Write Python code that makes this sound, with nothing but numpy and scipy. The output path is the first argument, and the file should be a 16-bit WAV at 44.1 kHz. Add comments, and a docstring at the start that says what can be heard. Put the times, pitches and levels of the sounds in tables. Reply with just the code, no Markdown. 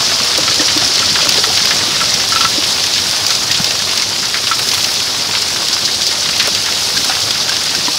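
"""A gravel lane with cars and a house front, in heavy hail and rain, heard from a doorway by a turning microphone.
Far drops blend into a hiss of filtered noise; nearer stones are random bursts of noise and decaying modes.
The nearest crack singly as noise in four bands; others ring a metal gutter or drum on hollow tubs, as modes.
The loudest cracks press the microphone into soft overload."""
import sys
import numpy as np
from scipy import signal
from scipy.fft import rfft, irfft, next_fast_len
from scipy.io import wavfile
from scipy.ndimage import uniform_filter1d

SR = 44100
rng = np.random.default_rng(int(sys.argv[2]) if len(sys.argv) > 2 else 0)


def store_pcm(level_fs):
    """Save levels as 16-bit WAV."""
    pcm = np.round(np.clip(level_fs, -1, 1) * 32767).astype(np.int16)
    wavfile.write(sys.argv[1], SR, np.atleast_2d(pcm).T)


N = 351918  # length [samples]

# spectral shape of a nearer impact: (frequency [Hz], relative level [dB per Hz])
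IMPACT_SPECTRUM = [(40, -33), (150, -13.5), (500, -19.5), (1300, -8), (2500, -5.5), (4900, 3), (5600, -1),
                   (8200, -10), (11300, -13.5), (14000, -22.5), (16000, -4)]


def gain_of(db):
    """Level law: an amplitude ratio is ten to the power of decibels over 20."""
    return 10 ** (np.asarray(db) / 20)


def evened(x):
    """Normalisation: scales a signal to an rms of 1."""
    return x / np.sqrt(np.mean(x ** 2) + 1e-20)


def read(points, hz):
    """Interpolation of a spectrum along a logarithmic frequency axis."""
    f, value = np.transpose(points)
    return np.interp(np.log(hz + 1), np.log(f + 1), value)


def add(mix, s, sound):
    """Superposition: adds a sound to the mix from time s on, cut at the end of the mix."""
    part = mix[round(s * SR):][:len(sound)]
    part += sound[:len(part)]


def coloured(x, gain):
    """Linear filtering: multiplies the spectrum of x by a gain that is a function of frequency."""
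    size = next_fast_len(len(x))
    spectrum = rfft(x, size) * gain(np.fft.rfftfreq(size, 1 / SR))
    return irfft(spectrum, size)[:len(x)]


def ring(hz, t60, rise_cycles=1.67, bend=1.06):
    """Modal resonance: a sine builds up over its first cycles; the wet surface chokes it ever faster."""
    t = np.arange(8000) / SR
    decay = gain_of(-60 * (t / t60) ** bend)  # bend above 1: the decay steepens
    swing = decay * np.minimum(t * hz / rise_cycles, 1)
    return swing / swing.max() * np.sin(2 * np.pi * hz * t)


def hiss(patchy_db=1.5, flicker_db=0.2675):
    """Central limit: countless far drops sum to Gaussian noise, with drifting patches and a common flicker."""
    # spectral shape of far rain and hail: (frequency [Hz], relative level [dB per Hz])
    far_spectrum = [(15, -55), (40, -21), (102, -9.5), (370, -10), (555, -8), (788, -8.5), (2080, -10.5),
                    (4930, 2), (5400, 1), (8220, -15), (11300, -14), (12200, -16.5), (14300, -11.5),
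                    (15700, -12.5)]
    # the roof overhead booms in one low band: (centre [Hz], width [Hz], boost [dB])
    roof_boom = (98.45, 43.87, 7)
    frames = N // 128 + 5
    real, imaginary, patches = rng.standard_normal((frames, 257, 3)).T
    patches = uniform_filter1d(patches, size=8, axis=0)
    patches = evened(uniform_filter1d(patches, size=8, axis=1))
    flicker = evened(uniform_filter1d(rng.standard_normal(frames), size=6))
    spectra = (real + 1j * imaginary) * gain_of(patchy_db * patches + flicker_db * flicker)
    flat = signal.istft(spectra, nperseg=512, noverlap=384)[1][:N]
    boom_hz, width_hz, boom_db = roof_boom

    def colour(f):
        boom = boom_db / (1 + (2 * (f - boom_hz) / width_hz) ** 2)
        return gain_of(read(far_spectrum, f) + boom)

    return evened(coloured(flat, colour))


def spatter(per_s=300, spread_db=3.0, t60=0.0094, above_hz=3500):
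    """Shot noise: small drops burst close by at random instants, as brief bright decaying ticks."""
    size = gain_of(spread_db * np.minimum(rng.exponential(1, N), 4))
    blows = size * (rng.random(N) < per_s / SR)
    decay = gain_of(-60 * np.arange(2000) / SR / t60)
    ticks = signal.oaconvolve(blows, decay)[:N] * rng.standard_normal(N)

    def bright(f):
        return gain_of(0.8438 * read(IMPACT_SPECTRUM, f)) / (1 + (above_hz / (f + 1)) ** 4)

    return evened(coloured(ticks, bright))


def pelting(per_s=350, spread_db=3.5, breadth=0.7545, t60=0.06617, ringing=0.5424, count=32):
    """Impulse response: stones at random instants each excite a noisy crack and three modes of what they strike."""
    size = gain_of(spread_db * np.minimum(rng.exponential(1, N), 3))
    blows = size * (rng.random(N) < per_s / SR)
    struck = rng.integers(0, count, N)  # which of the surfaces is hit
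    t, out = np.arange(4096) / SR, np.zeros(N)
    for k in range(count):
        centre_hz = 200 * 65 ** ((k + rng.random()) / count)
        lasting = t60 * rng.uniform(0.1478, 2.3248)
        # the short scatter of echoes is decaying noise
        crack = rng.standard_normal(len(t)) * gain_of(-60 * t / lasting) * np.minimum(t / 0.0011, 1)
        crack = coloured(crack, lambda f: 0.15 + np.exp(-(np.log((f + 1) / centre_hz) / breadth) ** 2))
        modes = sum(ring(centre_hz * r, 1.0886 * lasting)[:len(t)] for r in rng.uniform(.75, 1.2, 3))
        response = evened(crack) + ringing * evened(modes)
        out += signal.oaconvolve(blows * (struck == k), response)[:N]
    return evened(coloured(out, lambda f: gain_of(read(IMPACT_SPECTRUM, f))))


def shower():
    """Spectral balance: the registers of the fall swell apart as walls and open air pass behind the microphone."""
    # the downpour as the microphone turns: (time [s], hiss level [dB], top treble level [dB])
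    swells = [(0.0, -14, -38), (0.87, -13.5, -40.5), (1.42, -13.5, -36), (2.15, -14.5, -38),
              (2.45, -14.5, -36), (3.27, -15.5, -36.5), (3.82, -16, -38), (4.2, -17, -41), (4.4, -17, -38),
              (4.5, -17, -35), (4.75, -15.5, -30), (4.92, -16, -31.5), (5.05, -16.5, -38.5),
              (5.5, -16.5, -38), (6.15, -16.5, -40.5), (7.0, -15.5, -33.5), (7.5, -16.5, -40),
              (7.98, -16.5, -36)]
    # where wash, hiss, sheen and top meet: frequencies [Hz]
    crossovers_hz = [700, 7500, 11500]
    wash_db, wash_follows = -30.5, 0.945  # mean level [dB]; dB per dB of hiss swell
    sheen_db, sheen_follows_hiss, sheen_follows_top = -31, 0.21, 0.25  # mean level [dB]; dB per dB
    s, hiss_db, top_db = np.transpose(swells)
    swell_db, airy_db = hiss_db - hiss_db.mean(), top_db - top_db.mean()
    levels_db = [wash_db + wash_follows * swell_db,
                 hiss_db,
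                 sheen_db + sheen_follows_hiss * swell_db + sheen_follows_top * airy_db,
                 top_db]
    fall = hiss() + gain_of(-3.5) * pelting() + gain_of(-6.5) * spatter()
    lowpassed = [coloured(fall, lambda f: 1 / (1 + (f / hz) ** 8)) for hz in crossovers_hz]
    below = [0] + lowpassed + [fall]
    t, out = np.arange(N) / SR, np.zeros(N)
    for db, lower, upper in zip(levels_db, below, below[1:]):
        out += gain_of(np.interp(t, s, db)) * evened(upper - lower)
    return out


def drums():
    """Modal excitation: a hollow thing answers with a tone, a weaker overtone and a brief body; one blow thuds."""
    # stones on tubs, buckets and boards: (time [s], relative blow [dB], tone [Hz])
    tub_blows = [(0.119, -17.5, 680), (0.382, -12.5, 524), (0.384, -16, 324), (0.51, -14.5, 1690),
                 (0.595, -10.5, 1830), (0.597, -11, 304.6), (0.613, -17.5, 496), (0.761, -10.5, 310),
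                 (0.823, -14.5, 719.5), (1.225, -18, 580), (1.256, -17, 590.5), (1.264, -19, 294.1),
                 (1.379, -13.5, 420), (1.381, -17, 534.4), (1.47, -17, 443), (1.5, -15, 748.7),
                 (1.88, -18, 338.5), (2.578, -12.5, 302), (2.841, -14.5, 1907), (3.502, -13, 1871),
                 (4.024, -15, 2180), (4.345, -23, 1810), (5.291, -18.5, 945), (6.086, -21.5, 405),
                 (6.474, -19, 423), (6.477, -15, 591.1), (6.689, -22, 1350), (6.968, -12, 1616),
                 (7.095, -14.5, 1250), (7.095, -12, 766), (7.494, -11, 1582), (7.748, -14, 1559),
                 (7.879, -17, 297), (7.881, -10.5, 973.7)]
    # one dead low thump: (time [s], blow [dB], tone [Hz], nominal t60 [s])
    low_thump = (3.6005, -10.5, 172, 0.024)
    t60_at_1khz, shorter = 0.04237, 0.33  # [s]; higher tones die sooner, by this power of the pitch
    out = np.zeros(N)
    for s, blow_db, hz in tub_blows:
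        t60 = t60_at_1khz * (1000 / hz) ** shorter
        overtone = 0.46 * ring(1.9 * hz, 0.75 * t60)
        body = 0.43 * ring(1.34 * hz, 0.45 * t60)
        add(out, s, gain_of(blow_db) * (ring(hz, t60) + overtone + body))
    s, blow_db, hz, t60 = low_thump
    add(out, s, gain_of(blow_db) * ring(hz, t60))
    return out


def gutter():
    """Modal participation: each stone rings the same metal modes, in random shares for where it lands."""
    # stones on the gutter: (time [s], relative blow [dB], damping as a factor on t60 [1])
    gutter_blows = [(0.4788, -12, 0.97), (1.0261, -14.5, 0.524), (1.4391, -12.5, 0.71), (2.014, -11, 0.75),
                    (2.321, -11.5, 1), (2.3596, -12, 0.863), (2.4072, -10, 0.6625), (2.431, -20, 0.72),
                    (2.4488, -6, 1), (3.3065, -16.5, 1), (4.513, -9, 0.943)]
    # modes of the metal: (frequency [Hz], relative level [dB], t60 before damping [s])
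    metal_modes = [(1007.1, -21, 0.0889), (1160, -6.5, 0.03913), (1332.6, 0.6, 0.081), (1457, -15.5, 0.027),
                   (1690, -8.5, 0.073), (1970, -6, 0.032)]
    out = np.zeros(N)
    shares = gain_of(2.5 * rng.standard_normal((len(gutter_blows), len(metal_modes))))
    for (s, blow_db, damping), share in zip(gutter_blows, shares):
        modes = sum(g * gain_of(db) * ring(hz, t60 * damping)
                    for g, (hz, db, t60) in zip(share, metal_modes))
        add(out, s, gain_of(blow_db) * modes)
    return out


def stones(crest=2.92, tick=0.51):
    """Impact and damping: a sharp tick of contact, then noise in four bands, each decaying at its own rate."""
    # the nearest stones: (time [s], relative blow [dB], surface pitch [octaves above 1 kHz], nominal t60 [s])
    near_blows = [(0.0633, -3.5, 2.45, 0.06), (0.2466, -4.5, 3.4, 0.12), (0.376, 6, 3.035, 0.0631),
                  (0.4324, 3, 1.11, 0.06), (0.4786, 2, 1.1, 0.1013), (0.543, 1, 2.4, 0.049),
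                  (0.608, 2.5, 2.3, 0.127), (0.6825, -1, 1.6, 0.1377), (0.7752, 5.5, 2.2, 0.0826),
                  (0.817, 2, 1.4, 0.034), (0.876, 2, 2.6, 0.06), (0.9562, 3.5, 2.4, 0.055),
                  (0.9924, 2.5, 1.9, 0.06), (1.155, 5, 0.96, 0.077), (1.2146, 4.5, 1.983, 0.27),
                  (1.2906, 9, 2.3, 0.0524), (1.322, 4.5, 2.1, 0.0677), (1.3753, 0.5, 2.6, 0.08),
                  (1.439, 6, 1.344, 0.044), (1.5736, 6, 1.7495, 0.06), (1.6556, 6.5, 2.015, 0.03),
                  (1.708, 7, 1.1746, 0.1224), (1.803, -0.5, 1.01, 0.1005), (2.004, 3, 1.167, 0.0901),
                  (2.14, 5, 2.471, 0.05136), (2.2872, 20, 5.7, 0.0542), (2.3583, 1, 1.6, 0.0808),
                  (2.4078, 5, 1.9684, 0.1377), (2.4463, 2.5, 1.87, 0.111), (2.635, 2.5, 1.8, 0.1082),
                  (2.8386, 3, 2.3, 0.053), (2.9362, 1.5, 2.121, 0.2237), (2.98, 1.5, 1.641, 0.07),
                  (3.11, 2, 2.637, 0.0788), (3.265, 6, 2.497, 0.054), (3.3043, 2.5, 2.393, 0.08),
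                  (3.3504, 3, 2.6, 0.12), (3.514, 5, 2.0394, 0.084), (3.544, 3.5, 2.001, 0.1336),
                  (3.6435, 5, 2.053, 0.054), (3.708, 3.5, 1.8186, 0.0688), (3.9757, 5, 2.3, 0.063),
                  (4.0213, 3.5, 2.007, 0.0612), (4.2266, -4.5, 0.5325, 0.136), (4.343, 4, 0.99, 0.09),
                  (4.372, -1.5, 2.71, 0.09), (4.4697, 0.5, 1.6, 0.0998), (4.515, 2.5, 1.3, 0.0618),
                  (4.592, 7.5, 4.1, 0.025), (4.594, -1.5, 1.1, 0.03825), (4.6877, 6, 2.826, 0.055),
                  (4.7142, 3, 1.973, 0.084), (4.739, 2.5, 3.496, 0.067), (4.7765, -0.5, 3.355, 0.04),
                  (4.842, 2.5, 2.24, 0.0741), (5.3504, 2.5, 1.285, 0.1631), (5.421, -0.5, 2.4, 0.063),
                  (5.5608, -1, 1.017, 0.0711), (5.684, 5, 2.6, 0.048), (5.7289, 2, 2.247, 0.326),
                  (5.8506, 2, 2.4, 0.1548), (6.0185, 4.5, 2.355, 0.0448), (6.0664, 4.5, 2.705, 0.27),
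                  (6.258, 2, 1.318, 0.06), (6.2888, 1.5, 1.3, 0.076), (6.379, 2.5, 3.593, 0.03),
                  (6.3973, 8.5, 1.3476, 0.14), (6.4732, 3.5, 3.374, 0.073), (6.5487, 5.5, 1.974, 0.1019),
                  (6.66, 2.5, 2.1, 0.043), (6.9745, 0.5, 2.44, 0.0493), (7.0449, 1, 3.516, 0.06),
                  (7.0958, 1.5, 1.296, 0.06), (7.1197, -1, 0.947, 0.084), (7.3068, 6, 1.984, 0.05074),
                  (7.494, 2.5, 2.68, 0.048), (7.5662, 3, 2.134, 0.0503), (7.668, -3, 2.183, 0.055),
                  (7.7495, 4, 2.3, 0.0577), (7.8535, -0.5, 2.1, 0.13)]
    # crack, knock, clack and snap: (lower edge [Hz], upper edge [Hz])
    band_edges_hz = [(4000, 7000), (900, 2200), (2200, 4000), (7000, 16000)]
    # a full blow in each of these bands: relative level [dB]
    band_levels_db = [0.6, -6, -3, -9.5]
    decay_factors = [0.4608, 1.555, 0.84, 0.8226]  # on t60, band by band
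    # bands fade with distance from the surface pitch, more steeply for a stone that rings long
    fall_db_per_octave, ring_narrows = 6.5, 40  # [dB/octave]; extra dB/octave per second of t60
    stray_count = 80  # softer stones at random moments
    stray_db, stray_spread_db = -5, 5  # loudest blow and range below it [dB]
    stray_octave, stray_octaves, stray_t60_s = 2.45, 0.7, 0.035  # mean pitch, its deviation, median t60

    t, out = np.arange(6000) / SR, np.zeros(N)
    contact = np.minimum(t / 0.00074, 1) * (1 + tick * np.exp(-t / 0.001558))
    u = rng.random((stray_count, 2))
    g = rng.standard_normal((stray_count, 2))
    strays = np.transpose([u[:, 0] * N / SR,
                           stray_db - stray_spread_db * u[:, 1],
                           stray_octave + stray_octaves * g[:, 0],
                           stray_t60_s * np.exp(0.162 * g[:, 1])])
    for (lo_hz, hi_hz), band_db, slower in zip(band_edges_hz, band_levels_db, decay_factors):
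        def band(f):
            edges = (1 + (lo_hz / (f + 1)) ** 8) * (1 + (f / hi_hz) ** 8)
            return gain_of(read(IMPACT_SPECTRUM, f)) / edges

        envelope = np.zeros(N)
        middle = np.log2(np.sqrt(lo_hz * hi_hz) / 1000)  # octaves above 1 kHz
        for s, blow_db, octave, t60 in [*near_blows, *strays]:
            slope = fall_db_per_octave + ring_narrows * t60
            peak_db = blow_db + band_db - slope * abs(octave - middle)
            decay_db = -60 * t / (max(t60, .01) * slower)
            add(envelope, s, gain_of(peak_db + decay_db) * contact)
        out += envelope * evened(coloured(rng.standard_normal(N), band)) / crest
    return out


def scene():
    """Superposition: single blows stand on top of the shower."""
    return (shower() + drums() + gutter() + stones())[None]


def record(dry):
    """Saturation and band limit: peaks over a knee bend toward a ceiling, then a low-pass trims the top."""
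    knee, ceiling, edge_hz = .6, .84, 15720
    room = ceiling - knee
    over = np.maximum(abs(dry) - knee, 0)
    bent = dry - np.sign(dry) * (over - room * np.tanh(over / room))
    lowpass = signal.firwin(1023, edge_hz, window=("kaiser", 9), fs=SR)
    return signal.oaconvolve(bent, lowpass[None], "same")


dry = scene()
out = record(dry)
store_pcm(out)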